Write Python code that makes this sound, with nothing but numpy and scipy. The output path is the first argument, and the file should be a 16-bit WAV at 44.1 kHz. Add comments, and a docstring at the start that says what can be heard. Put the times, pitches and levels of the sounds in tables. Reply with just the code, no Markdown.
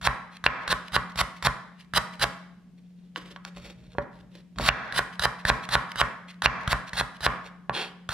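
"""A chef's knife slices lemongrass on a wooden board on a stone counter, near the microphone in a live kitchen.
Each cut in turn: a tick of skin and a swelling crunch of fibres (filtered grains), then a knock (board modes).
Between close cuts the lifting blade wipes the cut face. Midway a new stalk is fetched: taps, slides, thuds.
Slicing resumes; before the last cut the edge drags over the wood (filtered grains). A motor hum (a sine)
and room air (filtered noise) last throughout; a limiter ducks after the hardest blows, which also clack."""
import sys
import numpy as np
from scipy import signal
from scipy.fft import rfft, irfft, next_fast_len
from scipy.io import wavfile
from scipy.ndimage import uniform_filter1d, minimum_filter1d

SR = 44100
rng = np.random.default_rng(int(sys.argv[2]) if len(sys.argv) > 2 else 0)


def master_out(mix):
    """Clip the mix to full scale and print it as 16-bit PCM to the path in sys.argv[1]."""
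    frames = np.transpose(np.atleast_2d(mix))
    ceiling = np.clip(frames, -1, 1)
    pcm = np.round(ceiling * 32767).astype(np.int16)
    wavfile.write(sys.argv[1], SR, pcm)


N = 358533
TIME = np.arange(N) / SR

# Cuts: edge touches stalk t/s, edge reaches board t/s, skin pop level/dB, crunch level/dB, knock level/dB
CUT_EVENTS = [(0.013, 0.0729, -32, -24, -2), (0.44, 0.464, -16.5, -36, 9.5),
              (0.677, 0.728, -13, -23.5, -11), (0.92, 0.9646, -40, -23.5, -6.5),
              (1.157, 1.2146, -25, -21, -14), (1.425, 1.4707, -18.5, -20, -6.5),
              (1.9362, 1.9808, -19, -19.5, -11.5), (2.195, 2.2413, -29.5, -20, -10),
              (4.585, 4.689, -17.5, -23.5, 13.5), (4.923, 4.9921, -17, -22.5, -9),
              (5.194, 5.2547, -11.5, -22, -7.5), (5.451, 5.5006, -14, -22, -2),
              (5.689, 5.7536, -18.5, -22.5, -2.5), (5.957, 6.0147, -21, -23.5, -2.5),
              (6.42, 6.4593, -12.5, -24.5, 13), (6.676, 6.7299, -9, -24, -7.5),
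              (6.932, 7.011, -20.5, -23, -13), (7.206, 7.265, -24.5, -24.5, -1.5),
              (8.09, 8.151, -17.5, -25.5, -14)]
# Stalks and blade set down on the board: t/s, peak level/dB, lowest f/Hz, highest f/Hz
SET_DOWN_TAPS = [(3.1601, -19.5, 1570, 2940), (3.362, -29, 950, 1970), (3.4504, -26, 690, 10800),
                 (3.571, -37.5, 60, 7300), (3.951, -40.5, 60, 1090), (3.9841, -17, 40, 1600),
                 (4.167, -52, 100, 3670), (4.56, -44, 100, 3600), (4.598, -24, 60, 1030),
                 (7.6957, -11.5, 102, 1420)]
# Modes of the board: f/Hz, relative level/dB, decay time T60/s
BOARD_MODES = [(56.9, -25.5, 0.17), (71, -26.5, 0.1), (127.4, -23.5, 0.1), (187, -30, 0.092),
               (218.6, -39, 0.27), (264, -35.5, 0.17), (450, -43, 0.3), (610, -36.5, .09),
               (800, -29.5, 0.13), (942, -35, 0.018), (1121.5, -15, 0.055), (1180, -28, 0.26),
               (1268, -30, 0.4), (1422, -32.5, 0.1), (1692, -14, 0.015), (1870, -26, 0.0064),
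               (2520, -16.5, 0.0033)]
# Spectrum of the crack of a knock: f/Hz, relative level/dB
KNOCK_SPECTRUM = [(60, -14.5), (230, -16.5), (370, -13.5), (540, -7.5), (1050, -3), (1400, -0.5),
                  (2600, -5.5), (3400, -5), (5000, -14), (9000, -21), (16000, -33.5)]
# The blade's clack when it strikes the board hard: f/Hz, relative level/dB, decay time T60/s
CLACK_MODES = [(2430, -13.5, 0.024), (2793, -1, 0.014)]
# Thud of a stalk's thick end when set down: f/Hz, relative level/dB, decay time T60/s
THUD_MODES = [(293, -18.5, 0.039), (462, -13, 0.043), (574, -8, 0.084), (740, -8, 0.028), (944, -16, 0.053)]
# Modes of the blade, damped by the hand: f/Hz, relative level/dB, decay time T60/s
BLADE_MODES = [(3180, -41.5, 0.006), (3980, -34.5, 0.016), (4987, -48, 0.011), (9700, -54.5, 0.027)]
# Spectrum of the popping skin: f/Hz, relative level/dB
SKIN_SPECTRUM = [(60, 9.5), (150, 3), (330, -14), (700, -7), (1200, 2), (1800, 1), (2400, -13),
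                 (3900, -6.5), (6500, -21), (10000, -21), (16000, -46.5)]
# Spectrum of the crunching fibres: f/Hz, relative level/dB
FIBRE_SPECTRUM = [(40, -8), (150, -5.5), (330, -25), (600, -9), (1100, -3), (1700, -2.5), (2450, -12.5),
                  (3000, -7.5), (3900, -6.5), (5200, -11.5), (6600, -22), (9700, -18), (13000, -27.5),
                  (16000, -42)]
# Spectrum of the blade wiping the cut face: f/Hz, relative level/dB
WIPE_SPECTRUM = [(200, -37), (900, -13), (2000, 2), (3300, 0), (5200, -9.5), (7000, -17), (10000, -17),
                 (16000, -35)]
# Hand moves that slide a stalk and lean on the board, plus the blade's last brief wipe at 7.45 s: start t/s,
# length t/s, slide level/dB, lean level/dB
HAND_MOVES = [(2.79, 0.28, -77, -93), (3.173, 0.15, -52, -59), (3.459, 0.0045, -53, -66),
              (3.568, 0.074, -52.5, -50), (3.646, 0.043, -45, -66), (3.762, 0.26, -64.5, -53),
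              (4.13, 0.026, -61.5, -55.5), (4.21, 0.055, -75.5, -53), (4.333, 0.047, -56, -60),
              (4.583, 0.042, -45.5, -32.5), (7.452, 0.0039, -49.5, -65)]
# Spectrum of sliding stalks: f/Hz, relative level/dB
SLIDE_SPECTRUM = [(180, -55), (300, 0.5), (392, -3), (634, -6), (801, -9.5), (1100, -11), (2400, -7),
                  (3640, -7.5), (4590, -13), (5610, -18), (12100, -27), (16000, -58)]
# Hollow ring of the stalks: f/Hz, relative level/dB, decay time T60/s
STALK_MODES = [(574, -43, 0.067), (2350, -59, 0.018), (3820, -40, 0.024), (5690, -31.5, .03),
               (8620, -39, .04)]
# Spectrum of the edge dragged over wood: f/Hz, relative level/dB
SCRAPE_SPECTRUM = [(150, -22), (250, -16), (390, 0.5), (651, -15), (788, -0.5), (860, -8), (1700, -7),
                   (1980, -10.5), (3060, -3.5), (4730, -13.5), (6360, -28), (10400, -25.5), (13900, -48),
                   (16000, -76)]
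# Right port against left: f/Hz, level difference/dB
PORT_TILT = [(60, 0), (130, -1.5), (400, 1.1), (800, 2.8), (1300, 4), (2400, -1.5), (4400, 3), (8000, 6),
             (15000, 10)]
# Scatter from things near the board: f/Hz, level/dB
CLUTTER_SPECTRUM = [(100, -16.5), (500, -11.5), (1500, -12), (4000, -3.5), (8000, -1.5), (15000, -2)]
# Reverberation of the kitchen: f/Hz, level/dB
ROOM_SPECTRUM = [(50, -16), (220, 0.5), (330, -8.5), (480, -7.5), (1300, -7), (2000, -5.5), (2700, -12),
                 (3800, -15.5), (7000, -10.5), (15000, -17.5)]
# Reverberation time of the kitchen: f/Hz, T60/s
ROOM_DECAY = [(60, 0.38), (250, 0.56), (700, 0.67), (1600, 0.58), (3500, 0.62), (7000, 0.53), (15000, 0.3)]
# Spectrum of the room air: f/Hz, relative level/dB
AIR_SPECTRUM = [(25, 0.5), (55, 3.5), (100, -5.5), (180, 12.5), (300, -6), (600, -15), (1200, -25),
                (3000, -24.5), (8000, -33.5), (12000, -36.5), (16000, -52.5)]

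CONTACT_HZ, DOUBLING_DB = 2360, 18  # cutoff of a 0 dB knock; a blow this much harder is twice as bright
SWELL_SHARE = 0.44  # width of the crunch's swell as a share of the cut: a slow cut crunches longer
# the wipe leads the next cut; lead and width are shares of the pause between the cuts
WIPE_LEAD_SHARE, WIPE_WIDTH_SHARE = 0.27, 0.065
WIPE_DB, USUAL_PAUSE_S, SLOW_LIFT_DB = -46.5, .2, -5  # level at a usual pause; change per doubled pause
REST_S = .6  # in a longer pause the knife rests
MOVE_ATTACK_S, MOVE_RELEASE_S = 0.033, 0.031  # rise before the start; fade to 1/e
# the edge is dragged sideways over the wood once: it bites, holds, then eases off
DRAG_S, DRAG_LENGTH_S, DRAG_DB = 7.752, 0.031, -30.5
DRAG_ATTACK_S, DRAG_RELEASE_S = 0.034, 0.071  # rise before the start; fade to 1/e
HUM_HZ, HUM_DB, AIR_DB = 178.7, -51, -56.5
TOP_HZ = 16000  # upper limit of the final sound


def blows(thud_below_hz=80, thud_db=1.5):
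    """Impact: the edge meets the board after each cut, brighter the harder it hits; things are set down."""
    out = np.zeros(N)
    for _, board_s, _, _, db in CUT_EVENTS:
        contact_hz = CONTACT_HZ * 2 ** (db / DOUBLING_DB)
        add(out, board_s, undb(db) * knock(low_hz=33.95, high_hz=contact_hz, ring_db=-7.5))
    for tap_s, db, low_hz, high_hz in SET_DOWN_TAPS:
        add(out, tap_s, undb(db) * knock(low_hz, high_hz, ring_db=-5.5, rough=0.076))
        if low_hz < thud_below_hz:  # a heavy contact
            add(out, tap_s, undb(db + thud_db) * ring(THUD_MODES, detune=0.057))
    return out


def knock(low_hz, high_hz, ring_db, rough=0.029, settle_s=0.0022, spread_hz=1400, crest_db=7):
    """Modal excitation, peak near 1: a soft contact cannot reach the high modes, a light one not the low."""
    t = TIME[:256]
    # the edge settles unevenly after its first touch
    settling = rough * rng.standard_normal(len(t)) * np.exp(-t / settle_s)
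    contact = signal.unit_impulse(len(t)) + settling
    board = undb(ring_db) * ring(BOARD_MODES, detune=0.0096)
    crack = body(KNOCK_SPECTRUM, size=1024)
    add(board, 0, crack / np.abs(crack).max())
    soft = signal.butter(2, min(high_hz, SR / 3), fs=SR, output="sos")
    light = signal.butter(2, low_hz, "high", fs=SR, output="sos")
    pole = np.exp(-2 * np.pi * spread_hz / SR)
    bending = [-pole, 1, 0, 1, -pole, 0]  # all-pass: in a plate the highs travel faster than the lows
    sound = signal.sosfilt(np.vstack([soft, light, bending]), through(board, contact))
    return sound / np.std(sound[:len(t) // 2]) / undb(crest_db)


def clacks(from_db=3, clack_db=2.0, late_s=.0003):
    """Impact threshold: only the hardest blows make the blade itself clack."""
    out = np.zeros(N)
    for _, board_s, _, _, db in CUT_EVENTS:
        if db > from_db:
            add(out, board_s + late_s, undb(db + clack_db) * ring(CLACK_MODES, detune=0.0093))
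    return out


def cutting(skin_s=0.0022, release_s=0.0022, lead_s=0.005, drag_db=-20, push_db=-13, uneven_db=2.0):
    """Fracture: the skin pops, then fibres snap ever louder as the blade speeds up, until it is through."""
    pop, force, push = np.zeros(N), np.zeros(N), np.zeros(N)
    t = TIME[:SR // 5]
    low_modes = [mode for mode in BOARD_MODES if mode[0] < 200]
    for touch_s, board_s, pop_db, crunch_db, _ in CUT_EVENTS:
        cut_s = board_s - touch_s
        left = cut_s - t  # time until the board is reached
        swell = np.exp(-np.abs((left - lead_s) / (SWELL_SHARE * cut_s)) ** 1.74)
        release = np.exp(np.minimum(left - .001, 0) / release_s)
        add(force, touch_s, undb(crunch_db) * np.maximum(swell, undb(drag_db)) * release)
        add(pop, touch_s, undb(pop_db) * np.minimum(t / 0.0011, 1) * np.exp(-t / skin_s))
        # the stalk passes the first push on to the board's lowest modes
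        push_ring = ring(low_modes, detune=.02, size=len(t))
        add(push, touch_s, undb(push_db) * np.minimum(t / .004, 1) * push_ring)
    layers = unit(undb(uneven_db * wander(count=2200)))  # the rolled leaves give way one after another
    snapping = force * layers * grains(rate=9000, spread_db=2.2, hiss=0.38)
    popping = pop * grains(rate=10000, spread_db=0.6, hiss=0.88)
    sound = through(snapping, body(FIBRE_SPECTRUM)) + through(popping, body(SKIN_SPECTRUM))
    return sound + through(sound, ring(BLADE_MODES, detune=0, size=2048)) + push


def rubbing(catch_db=4.5):
    """Friction: the lifting blade, sliding stalks, the dragged edge and hands on the board."""
    slide, lean = np.zeros(N), np.zeros(N)
    for start_s, length_s, slide_db, lean_db in HAND_MOVES:
        move = stroke(start_s, length_s, MOVE_ATTACK_S, MOVE_RELEASE_S)
        slide += undb(slide_db) * move
        lean += undb(lean_db) * move
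    drag = undb(DRAG_DB) * stroke(DRAG_S, DRAG_LENGTH_S, DRAG_ATTACK_S, DRAG_RELEASE_S)
    catching = unit(undb(catch_db * wander(count=600)))  # damp surfaces catch and slip
    wipes = through(lifts() * catching * grains(rate=3000, spread_db=2.5, hiss=0.3), body(WIPE_SPECTRUM))
    stalks = through(slide * catching * grains(rate=500, spread_db=4.0, hiss=1.0), body(SLIDE_SPECTRUM))
    stalks = stalks + through(stalks, ring(STALK_MODES, detune=0, size=2048))
    edge = through(drag * grains(rate=2900, spread_db=2.5, hiss=0.58), body(SCRAPE_SPECTRUM))
    lower_modes = [mode for mode in BOARD_MODES if mode[0] < 700]
    hands = lean * unit(through(rng.standard_normal(N), ring(lower_modes, detune=0)))
    return wipes + stalks + edge + hands


def lifts(slip_share=.19, slip_width_s=0.002, slip_db=4):
    """Friction and slip: gain of the blade wiping up the cut face, then ticking off it; slow lifts are softer."""
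    out = np.zeros(N)
    for (_, board_s, *_), (touch_s, *_) in zip(CUT_EVENTS, CUT_EVENTS[1:]):
        pause = touch_s - board_s
        if pause < REST_S:
            wipe = np.exp(-((TIME - touch_s + WIPE_LEAD_SHARE * pause) / (WIPE_WIDTH_SHARE * pause)) ** 2)
            slip = np.exp(-((TIME - touch_s + slip_share * pause) / slip_width_s) ** 2)
            lift_db = WIPE_DB + SLOW_LIFT_DB * np.log2(pause / USUAL_PAUSE_S)
            out += undb(lift_db) * (wipe + undb(slip_db) * slip)
    return out


def stroke(start_s, length_s, attack_s, release_s):
    """Envelope of one movement: attack up to its start, hold for its length, release."""
    rise = np.clip((TIME - start_s) / attack_s + 1, 0, 1) ** 2
    return rise * np.exp(-(np.maximum(TIME - start_s - length_s, 0) / release_s) ** 2)


def flutter(x, trip_s=.01062, first=0.16, loss=0.31, count=4):
    """Flutter echo: sound bounces between counter and ceiling, weaker on each trip."""
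    out = x.copy()
    echo = signal.sosfilt(signal.butter(2, [500, 2800], "band", fs=SR, output="sos"), x)
    for k in range(count):
        add(out, (k + 1) * trip_s, first * loss ** k * echo)
    return out


def ports(x, lag_s=.00004):
    """Interaural-style cues: the right port hears the board a little earlier and mostly brighter than the left."""
    size = next_fast_len(N, True)
    hz = np.fft.rfftfreq(size, 1 / SR)
    tilt_db = along(PORT_TILT, hz) / 2
    left = undb(-tilt_db) * np.exp(-2j * np.pi * hz * lag_s)
    right = undb(tilt_db)
    return irfft(rfft(x, size) * np.array([left, right]), size)[:, :N]


def clutter(x, fade_s=0.00064, turn_rad=1.1, size=512):
    """Scattering: hands and heaped vegetables spread the first milliseconds; it shifts as the hands move."""
    t = TIME[:size]
    shape = t * np.exp(-t / fade_s)
    pose = turn_rad * wander(count=36)
    out = 0
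    for weight in np.cos(pose), np.sin(pose):  # blend of two scatter patterns
        hz, noise = diffuse(size, apart_hz=402)
        response = irfft(noise * undb(along(CLUTTER_SPECTRUM, hz)), size) * shape / np.linalg.norm(shape)
        out = out + np.array([through(weight * x, side) for side in response])
    return out


def kitchen(x, build_s=0.0063, size=40000):
    """Reverberation: hard walls and cupboards give a diffuse tail whose octaves die at their own rates."""
    t = TIME[:size]
    hz, noise = diffuse(size)
    octave = np.log2(np.clip(hz, 62.5, 16000) / 62.5)
    tail = 0
    for k in np.arange(int(octave.max()) + 1):
        rate = np.log(1000) / along(ROOM_DECAY, 62.5 * 2 ** k)
        share = np.maximum(1 - np.abs(octave - k), 0)  # neighbouring octaves cross-fade
        band = irfft(noise * undb(along(ROOM_SPECTRUM, hz)) * share, size)
        tail = tail + band * np.exp(-rate * t) * np.sqrt(2 * rate / SR)
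    build = np.minimum(t / build_s, 1) ** 2
    return np.array([through(x, side) for side in tail * build])


def appliance(waver_db=2.1):
    """Steady tone over diffuse noise: a motor's single, slightly wavering hum and faint room air."""
    size = next_fast_len(N, True)
    hz, noise = diffuse(size)
    air = unit(irfft(noise * undb(along(AIR_SPECTRUM, hz)), size)[:, :N])
    hum_gain = undb(HUM_DB + waver_db * wander(count=40))
    hum = np.sqrt(2) * np.sin(2 * np.pi * HUM_HZ * TIME) * hum_gain
    return undb(AIR_DB) * air + np.outer(undb([.8, -.8]), hum)  # hum a little louder at the left


def diffuse(size, apart_hz=3600):
    """Diffuse-field coherence: spectrum of noise alike at both ports in the bass, unrelated in the treble."""
    hz = np.fft.rfftfreq(size, 1 / SR)
    likeness = np.clip(0.71 / (1 + (hz / apart_hz) ** 3), 0, 1)
    mid, side = rfft(rng.standard_normal((2, size)))
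    mid = mid * np.sqrt((1 + likeness) / 2)
    side = side * np.sqrt((1 - likeness) / 2)
    return hz, np.array([mid + side, mid - side])


def ring(modes, detune, size=10000):
    """Modal decay: a sum of damped sines, shifting a little with the place of the blow if detuned."""
    out = np.zeros(size)
    for hz, db, t60 in modes:
        t = TIME[:min(size, int(t60 * SR))]
        mode_hz = hz * (1 + detune * rng.standard_normal())
        decay = np.exp(-np.log(1000) * t / t60)
        add(out, 0, undb(db) * np.sin(2 * np.pi * mode_hz * t) * decay)
    return out


def grains(rate, spread_db, hiss):
    """Granular noise: tiny snaps of uneven size (rate per second) over smooth friction; rms 1."""
    hit = rng.random(N) < rate / SR
    sizes = np.minimum(rng.standard_exponential(N), 4)
    signs = np.sign(rng.random(N) - .5)
    snaps = np.where(hit, undb(spread_db * sizes) * signs, 0)
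    return unit(unit(snaps) + hiss * rng.standard_normal(N))


def body(points, size=4096):
    """Minimum phase: causal response of unit energy with the given spectrum, by way of the cepstrum."""
    cepstrum = irfft(np.log(undb(along(points, np.fft.rfftfreq(size, 1 / SR)))))
    cepstrum[1:size // 2] *= 2  # fold the negative times onto the positive
    cepstrum[size // 2 + 1:] = 0
    response = irfft(np.exp(rfft(cepstrum)))
    return response / np.linalg.norm(response)


def wander(count):
    """Slow random modulation: straight lines between evenly spaced random points; rms 1."""
    return unit(np.interp(TIME, np.linspace(0, TIME[-1], count), rng.standard_normal(count)))


def through(x, response):
    """Linear filtering: convolution that keeps the length."""
    return signal.oaconvolve(x, response)[:len(x)]


def add(track, s, sound):
    """Superposition: mix a sound in at a time."""
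    i = int(np.clip(round(s * SR), 0, N))
    track[i:i + len(sound)] += sound[:N - i]


def along(points, hz):
    """Interpolation of a table on a log-frequency axis."""
    f, value = np.transpose(points)
    return np.interp(np.log(np.maximum(hz, 1)), np.log(f), value)


def unit(x):
    """Normalisation to rms 1."""
    return x / np.sqrt(np.mean(x ** 2))


def undb(db):
    """Logarithmic level: decibels to amplitude gain."""
    return 10 ** (np.asarray(db) / 20)


def scene(clack_room_db=-11):
    """Direct sound, scatter and reverberation; the blade's flat faces the microphone, so less clack fills the room."""
    work, clack = blows() + cutting() + rubbing(), clacks()
    near = work + clack
    room = kitchen(work + undb(clack_room_db) * clack)
    return ports(flutter(near)) + clutter(near) + room + appliance()


def record(dry, ceiling_db=0.02, release_db_per_s=68, low_cut_hz=42):
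    """Peak limiting: the deepest bass is cut, peaks are ducked fast and recover slowly, the top is cut."""
    dry = signal.sosfilt(signal.butter(3, low_cut_hz, "high", fs=SR, output="sos"), dry)
    peak = -minimum_filter1d(-np.abs(dry).max(axis=0), size=24)
    over_db = np.maximum(20 * np.log10(peak + np.finfo(float).tiny) - ceiling_db, 0)
    recovery_db = release_db_per_s * TIME
    held_db = np.maximum.accumulate(over_db + recovery_db) - recovery_db
    duck_db = uniform_filter1d(held_db, size=12)
    top_cut = signal.ellip(10, .2, 90, TOP_HZ, fs=SR, output="sos")
    return signal.sosfilt(top_cut, dry * undb(-duck_db))


dry = scene()
out = record(dry)
master_out(out)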